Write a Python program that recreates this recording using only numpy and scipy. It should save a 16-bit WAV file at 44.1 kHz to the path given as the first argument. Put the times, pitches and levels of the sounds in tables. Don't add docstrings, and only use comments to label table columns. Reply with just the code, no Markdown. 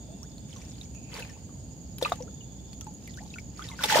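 import sys
import numpy as np
from scipy import signal
from scipy.fft import rfft, irfft
from scipy.io import wavfile

SR = 44100
rng = np.random.default_rng(int(sys.argv[2]) if len(sys.argv) > 2 else 0)


def wrap_up_sound(samples):
    columns = np.atleast_2d(samples).T
    tamed = np.clip(columns, -1, 1)
    steps = np.round(tamed * 32767).astype(np.int16)
    wavfile.write(sys.argv[1], SR, steps)


N = 176400
TIME = np.arange(N) / SR
AGE = TIME[:SR // 8]
EAR_LAG_S = .00012


def from_db(db):
    return 10 ** (np.asarray(db) / 20)


def rms_one(x):
    return x / np.sqrt(np.mean(x ** 2) + 1e-20)


def at_hz(points, hz):
    pitches, values = np.transpose(points)
    return np.interp(np.log(hz), np.log(pitches), values)


def butter(x, hz, kind, order=2):
    return signal.sosfilt(signal.butter(order, hz, kind, fs=SR, output="sos"), x)


def panned(pan_db):
    return from_db(np.array([[pan_db], [-pan_db]]) / 2)


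def add(out, start_s, wave, pan_db, lag_s):
    for channel, gain, at_s in zip(out, panned(pan_db), (start_s - lag_s / 2, start_s + lag_s / 2)):
        stretch = channel[max(int(at_s * SR), 0):][:len(wave)]
        stretch += gain * wave[:len(stretch)]


def dying(ring_s, age=AGE):
    return np.exp(-np.log(1000) * age / ring_s)


# pitch_hz, likeness (1 = the same)
EAR_LIKENESS = [(60, 0.99), (400, 0.71), (1000, 0.2), (2500, 0.051), (12000, 0.03)]
def noise(spectrum):
    hz = np.arange(N // 2 + 1) * SR / N + 1e-3
    mid, side = rfft(rng.standard_normal((2, N)))
    alike = at_hz(EAR_LIKENESS, hz)
    ears = np.sqrt(1 + alike) * mid + np.sqrt(1 - alike) * side * [[1], [-1]]
    colour = from_db(at_hz(spectrum, hz)) * np.minimum(hz / spectrum[0][0], 1) ** 2
    return rms_one(irfft(colour * ears, N))


# pitch_hz, relative_level_db
AIR_SPECTRUM = [(15, -24), (25, -27), (61, -0.5), (173, -1), (274, -6.5), (349, -15), (871, -23.5),
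                (1140, -36), (2170, -38.5), (3260, -33), (4150, -36), (4620, -28), (5730, -43.5),
                (6730, -18), (7700, -35.5), (9050, -40.5), (9810, -51.5), (12800, -43), (15500, -45.5)]
def outdoor_air():
    hum_hz = 58.6
    hum = rms_one(np.sin(2 * np.pi * hum_hz * TIME))
    return (from_db(-43.5) * noise(AIR_SPECTRUM) + from_db(-53) * hum) * panned(-1.3)


# start_s, end_s, pitch_hz, filter_width_hz, level_db, pan_db, pulse_depth_db
INSECT_CHORUSES = [(-.1, 4.1, 6815, 370, -58.5, -6.5, 0.5), (-.1, 7.1, 5130, 690, -79, -19, -2),
                   (-.1, 0.78, 3540, 190, -68, -3.5, 2), (2.26, 2.8, 3504, 190, -66.5, -2, -1),
                   (-.1, 1.76, 8410, 300, -73.5, 9, 0), (.93, 1.405, 2560, 302, -65.5, -6.5, 1)]
def insects():
    pulse_hz, flutter_db, fade_s = 8.3, 3.24, 0.024
    pulses = np.cos(2 * np.pi * pulse_hz * TIME)
    out = np.zeros((2, N))
    for start, end, hz, width, db, pan, pulse_db in INSECT_CHORUSES:
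        band = [hz - width / 2, hz + width / 2]
        hiss = butter(rng.standard_normal((2, N)), band, "band", order=1)
        shrill = rms_one(butter(hiss, band, "band", order=1))
        flutter = rms_one(butter(rng.standard_normal(N), 20.5, "low"))
        singing = np.clip(np.minimum(TIME - start, end - TIME) / fade_s, 0, 1)
        out += from_db(db + flutter_db * flutter + pulse_db * pulses) * singing * shrill * panned(pan)
    return out


def whistle():
    middle_s, half_length_s, top_hz = 0.16, .075, 2770
    off_middle = np.minimum(((TIME - middle_s) / half_length_s) ** 2, 1)
    pitch = top_hz * (1 - 0.131 * off_middle)
    return from_db(-71.5) * (1 - off_middle ** 2) * np.sin(2 * np.pi * np.cumsum(pitch) / SR)


def bank_echo(x):
    delay_s = 0.003
    scatter = rng.standard_normal((2, len(AGE))) * dying(ring_s=0.049) * (AGE > delay_s)
    scatter = rms_one(scatter) / np.sqrt(len(AGE))
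    return from_db(-7) * signal.fftconvolve(x, scatter, axes=1)[:, :N]


def swarm(start, end, spectrum, level_db, cycles, spread_db, count):
    out = np.zeros((2, N))
    when, how_high = rng.random((count, 2)).T
    sizes, pans, lags = rng.standard_normal((count, 3)).T
    times = start + (end - start) * (np.arange(count) + when) / count
    pitches = np.interp(how_high, [0, 1], np.sqrt([spectrum[0][0], spectrum[-1][0]])) ** 2
    strengths = from_db(at_hz(spectrum, pitches) + spread_db * np.clip(sizes, -2, 2))
    strengths = rms_one(strengths * pitches ** .25)
    for s, hz, strength, pan, lag in zip(times, pitches, strengths, pans, lags):
        ring_s = cycles / hz
        age = TIME[:int(ring_s * SR) + 2]
        rise = 1 + 0.078 * age / ring_s
        ring = rms_one(np.sin(2 * np.pi * hz * age * rise) * dying(ring_s, age))
        share = np.sqrt((end - start) / count / ring_s)
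        add(out, s, share * strength * from_db(level_db(s, hz)) * ring, 4 * pan, EAR_LAG_S * lag)
    return out


# start_s, end_s, level_db
TRICKLE_RUNS = [(0.483, 0.859, -59.5), (2.999, 3.422, -60), (3.569, 3.801, -53)]
# pitch_hz, relative_level_db
TRICKLE_SPECTRUM = [(2000, -2.5), (3500, 5), (5500, 9.5), (8000, -2), (12000, -9.5), (15500, -18)]
def trickles():
    return sum(swarm(start, end, TRICKLE_SPECTRUM, lambda s, hz: db, cycles=24, spread_db=3.5, count=240)
               for start, end, db in TRICKLE_RUNS)


# peak_s, rise_s, fall_s, level_db
STIRS = [(.58, .07, 0.17, -55.5), (1.175, .04, .07, -39.5), (1.301, 0.037, 0.13, -60),
         (2.075, .035, 0.062, -40.5), (3.658, .07, 0.1, -51.5)]
# pitch_hz, relative_level_db
SLOSH_SPECTRUM = [(210, -24), (350, -23), (504, 2), (563, -12.5), (951, -6.5), (1280, -18), (1600, -13.5),
                  (2670, -7.5), (15500, -30.5)]
def sloshes():
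    out, wash = np.zeros((2, N)), noise(SLOSH_SPECTRUM)
    for peak, rise, fall, db in STIRS:
        def swell_db(s, hz=None):
            return db - 10 * np.where(s < peak, ((peak - s) / rise) ** 2 / 2, (s - peak) / fall)
        start, end = peak - 2 * rise, peak + 2 * fall
        bubbles = swarm(start, end, SLOSH_SPECTRUM, swell_db, cycles=23, spread_db=2.5, count=450)
        out += from_db(-2.5) * bubbles + from_db(swell_db(TIME) - 9) * wash
    return out


def wobble():
    return 1 + 0.38 * rms_one(butter(rng.standard_normal(len(AGE)), 164, "low"))


# start_s, length_s, first_pitch_hz, last_pitch_hz, level_db
RISING_BUBBLES = [(0.087, 0.081, 617, 755, -50.5), (0.207, 0.062, 867, 2340, -59),
                  (1.353, 0.029, 790, 1280, -52), (1.542, 0.027, 790, 1350, -63),
                  (2.03, .04, 519, 660, -37), (2.187, .03, 818, 1080, -47), (2.256, 0.05, 392, 630, -44.5),
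                  (2.275, 0.011, 1290, 1510, -47), (3.172, 0.031, 1477, 2480, -44.5),
                  (3.203, .036, 717, 980, -45.5), (3.248, 0.021, 700, 1190, -47),
                  (3.361, 0.038, 1422, 1730, -52), (3.606, 0.027, 1275, 1800, -40.5),
                  (3.73, 0.015, 980, 1490, -40), (3.836, 0.016, 735, 1050, -28.5)]
def chirps():
    out, attack_s = np.zeros((2, N)), 0.0036
    for s, length, first_hz, last_hz, db in RISING_BUBBLES:
        progress = np.minimum(AGE / length, 1)
        pitch = first_hz + (last_hz - first_hz) * progress ** 1.8
        tone = np.sin(2 * np.pi * np.cumsum(pitch) / SR)
        swell = (1 - np.exp(-AGE / attack_s)) * (1 - progress ** 2) * wobble()
        add(out, s, from_db(db) * swell * tone, 0, EAR_LAG_S * rng.normal())
    return out


def bubble(hz, doubling_s=0.12):
    settle_s, attack_s = 0.0084, 0.00046
    pitch = hz * (1 + 0.12 * np.exp(-AGE / settle_s) + (AGE / doubling_s) ** 3)
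    return np.sin(2 * np.pi * np.cumsum(pitch) / SR) * (1 - np.exp(-AGE / attack_s))


def spray(top_hz, fade_s):
    low_hz, attack_s = 1620, 0.00051
    burst = rms_one(butter(rng.standard_normal(len(AGE)), [low_hz, top_hz], "band", order=1))
    return burst * dying(fade_s) * (1 - np.exp(-AGE / attack_s))


# start_s, pitch_hz, level_db, spray_db, pan_db
DROPLETS = [(.231, 5200, -25.5, -45, -3), (.318, 3940, -40, -60, -2), (.381, 3900, -35.5, -49, 0),
            (.529, 2810, -38, -59, -12), (.563, 5440, -30, -60, -5), (.650, 5100, -35, -55, 2),
            (.813, 3420, -28, -50, -8), (.948, 5460, -38, -47, -2), (1.141, 4170, -25, -39, -2),
            (1.195, 2420, -50, -35, 5), (1.297, 5000, -35, -46, 0), (1.983, 7000, -47, -31, 0),
            (2.050, 3570, -17, -48, 1), (2.096, 6800, -30, -36.5, 2), (2.122, 3380, -23, -50, 4),
            (2.0265, 3260, -17, -48, -2), (2.0278, 4000, -22, -44, 3), (2.157, 5670, -36, -41, 3),
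            (2.224, 5370, -25, -45, -1), (2.7306, 4100, -37, -40.5, 2), (2.8098, 5550, -20.5, -37.5, -2),
            (2.812, 2960, -37, -46, -2), (2.811, 3140, -42, -71, -3), (2.843, 6800, -30, -49, -1),
            (2.939, 9600, -34, -67, 0), (3.075, 2180, -39, -41, 2), (3.236, 5300, -41, -52, 2),
            (3.279, 3580, -40, -54, -4), (3.304, 3380, -35.5, -56, 0), (3.3398, 2380, -29, -53, 3),
            (3.141, 3240, -37, -51, -2), (3.172, 5670, -29.5, -46, -2), (3.385, 2060, -26.5, -39, 1.5),
            (3.624, 2980, -31, -55, -6), (3.667, 4180, -37, -57, 2), (3.688, 3430, -25.5, -38, -2)]
def ticks():
    out, ring_cycles = np.zeros((2, N)), 35.6
    for s, hz, db, spray_db, pan in DROPLETS:
        tone = from_db(db) * bubble(hz) * dying(ring_cycles / hz)
        snap = from_db(spray_db) * spray(top_hz=11700, fade_s=.016)
        add(out, s, tone + snap, pan, EAR_LAG_S * rng.normal() / 2)
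    return out


# start_s, pitch_hz, level_db, pan_db
FRAME_DRIPS = [(0.561, 1026, -44.5, 1), (1.166, 980, -38.5, -3), (1.196, 1514, -35.5, -5),
               (1.207, 877, -41, -5), (1.224, 2384, -33, 0), (1.294, 1740, -45.5, 0),
               (1.492, 1094, -53.5, -11), (2.408, 2730, -45, 4), (2.813, 1255, -47, -3),
               (2.868, 824, -33.5, -2), (3.077, 1917, -41, -8), (3.359, 1318, -40, 1),
               (3.593, 1167, -32.5, -3), (3.642, 1780, -39, 0), (3.699, 1016, -42, -2),
               (3.715, 877, -39, -6), (3.715, 1990, -39, -1), (3.791, 1392, -28.5, -2),
               (3.808, 976, -33.5, -1)]
def drips():
    out, tail_s = np.zeros((2, N)), 0.026
    fade = dying(ring_s=0.02) + from_db(-11.5) * np.exp(-(AGE / tail_s) ** 2)
    for s, hz, db, pan in FRAME_DRIPS:
        tone = bubble(hz) * fade * wobble()
        click = from_db(-11.5) * spray(top_hz=6000, fade_s=.016)
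        add(out, s, from_db(db) * (tone + click), pan, EAR_LAG_S * rng.normal())
    return out


# start_s, pitch_hz, level_db, ring_s, spray_db, pan_db
BIG_DROPS = [(2.0135, 834, -29.5, 0.026, -39, 6), (2.0242, 476, -13, 0.027, -28, 0.5),
             (2.0490, 2314, -14.5, 0.017, -56, 0), (2.0545, 945, -17, 0.013, -39, 2),
             (2.0590, 1130, -14.5, 0.022, -51, -1.5), (2.1198, 660, -13.5, 0.023, -34.5, 0.5),
             (2.1202, 1104, -12.5, 0.013, -57, 0), (2.205, 476, -32, 0.11, -51, 2.5),
             (3.8345, 1860, -26.5, 0.033, -24, -4), (3.838, 3274, -12.5, 0.022, -19, 1),
             (3.855, 414, -27, 0.03, -26.5, 3), (3.964, 5630, -22, .012, -28.5, 0),
             (3.9662, 2530, -17, .012, -25.5, -7), (3.899, 1410, -16, 0.018, -36, -9),
             (3.923, 768, -22.5, 0.15, -33, -3), (3.938, 810, -18.5, 0.056, -34, -1),
             (3.946, 1704, -15.5, 0.026, -46, 2), (3.956, 540, -11.5, 0.032, -23, -2),
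             (3.970, 902, -20.5, 0.094, -24.5, 5), (3.994, 378, -14, 0.043, -43, 0)]
def plops():
    out = np.zeros((2, N))
    for s, hz, db, ring_s, spray_db, pan in BIG_DROPS:
        tone = from_db(db) * bubble(hz, doubling_s=0.061) * dying(ring_s)
        splash = from_db(spray_db) * spray(top_hz=6000, fade_s=0.052)
        add(out, s, tone + splash, pan, EAR_LAG_S * rng.normal())
    return out


# time_s, gurgle_db, spray_db
GUSH_SWELL = [(3.78, -65, -48), (3.79, -52, -53), (3.812, -47, -35.5), (3.826, -81, -31),
              (3.838, -31.5, -49), (3.872, -50, -36), (3.904, -35.5, -21), (3.94, -28, -24),
              (4.0, -24, -23)]
# pitch_hz, relative_level_db
GUSH_SPECTRUM = [(120, -44), (200, -11), (392, -12.5), (575, 0), (755, -7), (890, 4.5), (1050, -16.5),
                 (1740, -10), (2380, -13), (6240, -16.5), (8980, -29.5), (14700, -28.5), (15500, -34)]
def gush():
    times, gurgle_db, spray_db = np.transpose(GUSH_SWELL)
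    split_hz = 1140
    def level_db(s, hz):
        return np.interp(s, times, gurgle_db - 0.5 if hz < split_hz else spray_db, left=-np.inf)
    wash = noise(GUSH_SPECTRUM)
    gurgle = from_db(level_db(TIME, 0)) * butter(wash, split_hz, "low", order=3)
    hiss = from_db(level_db(TIME, split_hz)) * butter(wash, split_hz, "high", order=3)
    bubbles = swarm(times[0], times[-1], GUSH_SPECTRUM, level_db, cycles=28.5, spread_db=5.5, count=1300)
    return bubbles + from_db(-5) * (gurgle + hiss)


def scene():
    water = plops() + drips() + ticks() + chirps() + trickles() + sloshes() + gush()
    return water + bank_echo(water) + insects() + whistle() + outdoor_air()


def record(dry):
    low_cut_hz, top_cut_hz = 12.5, 15600
    thinned = butter(dry, low_cut_hz, "high")
    return signal.sosfilt(signal.ellip(10, .2, 80, top_cut_hz, fs=SR, output="sos"), thinned)


dry = scene()
out = record(dry)
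wrap_up_sound(out)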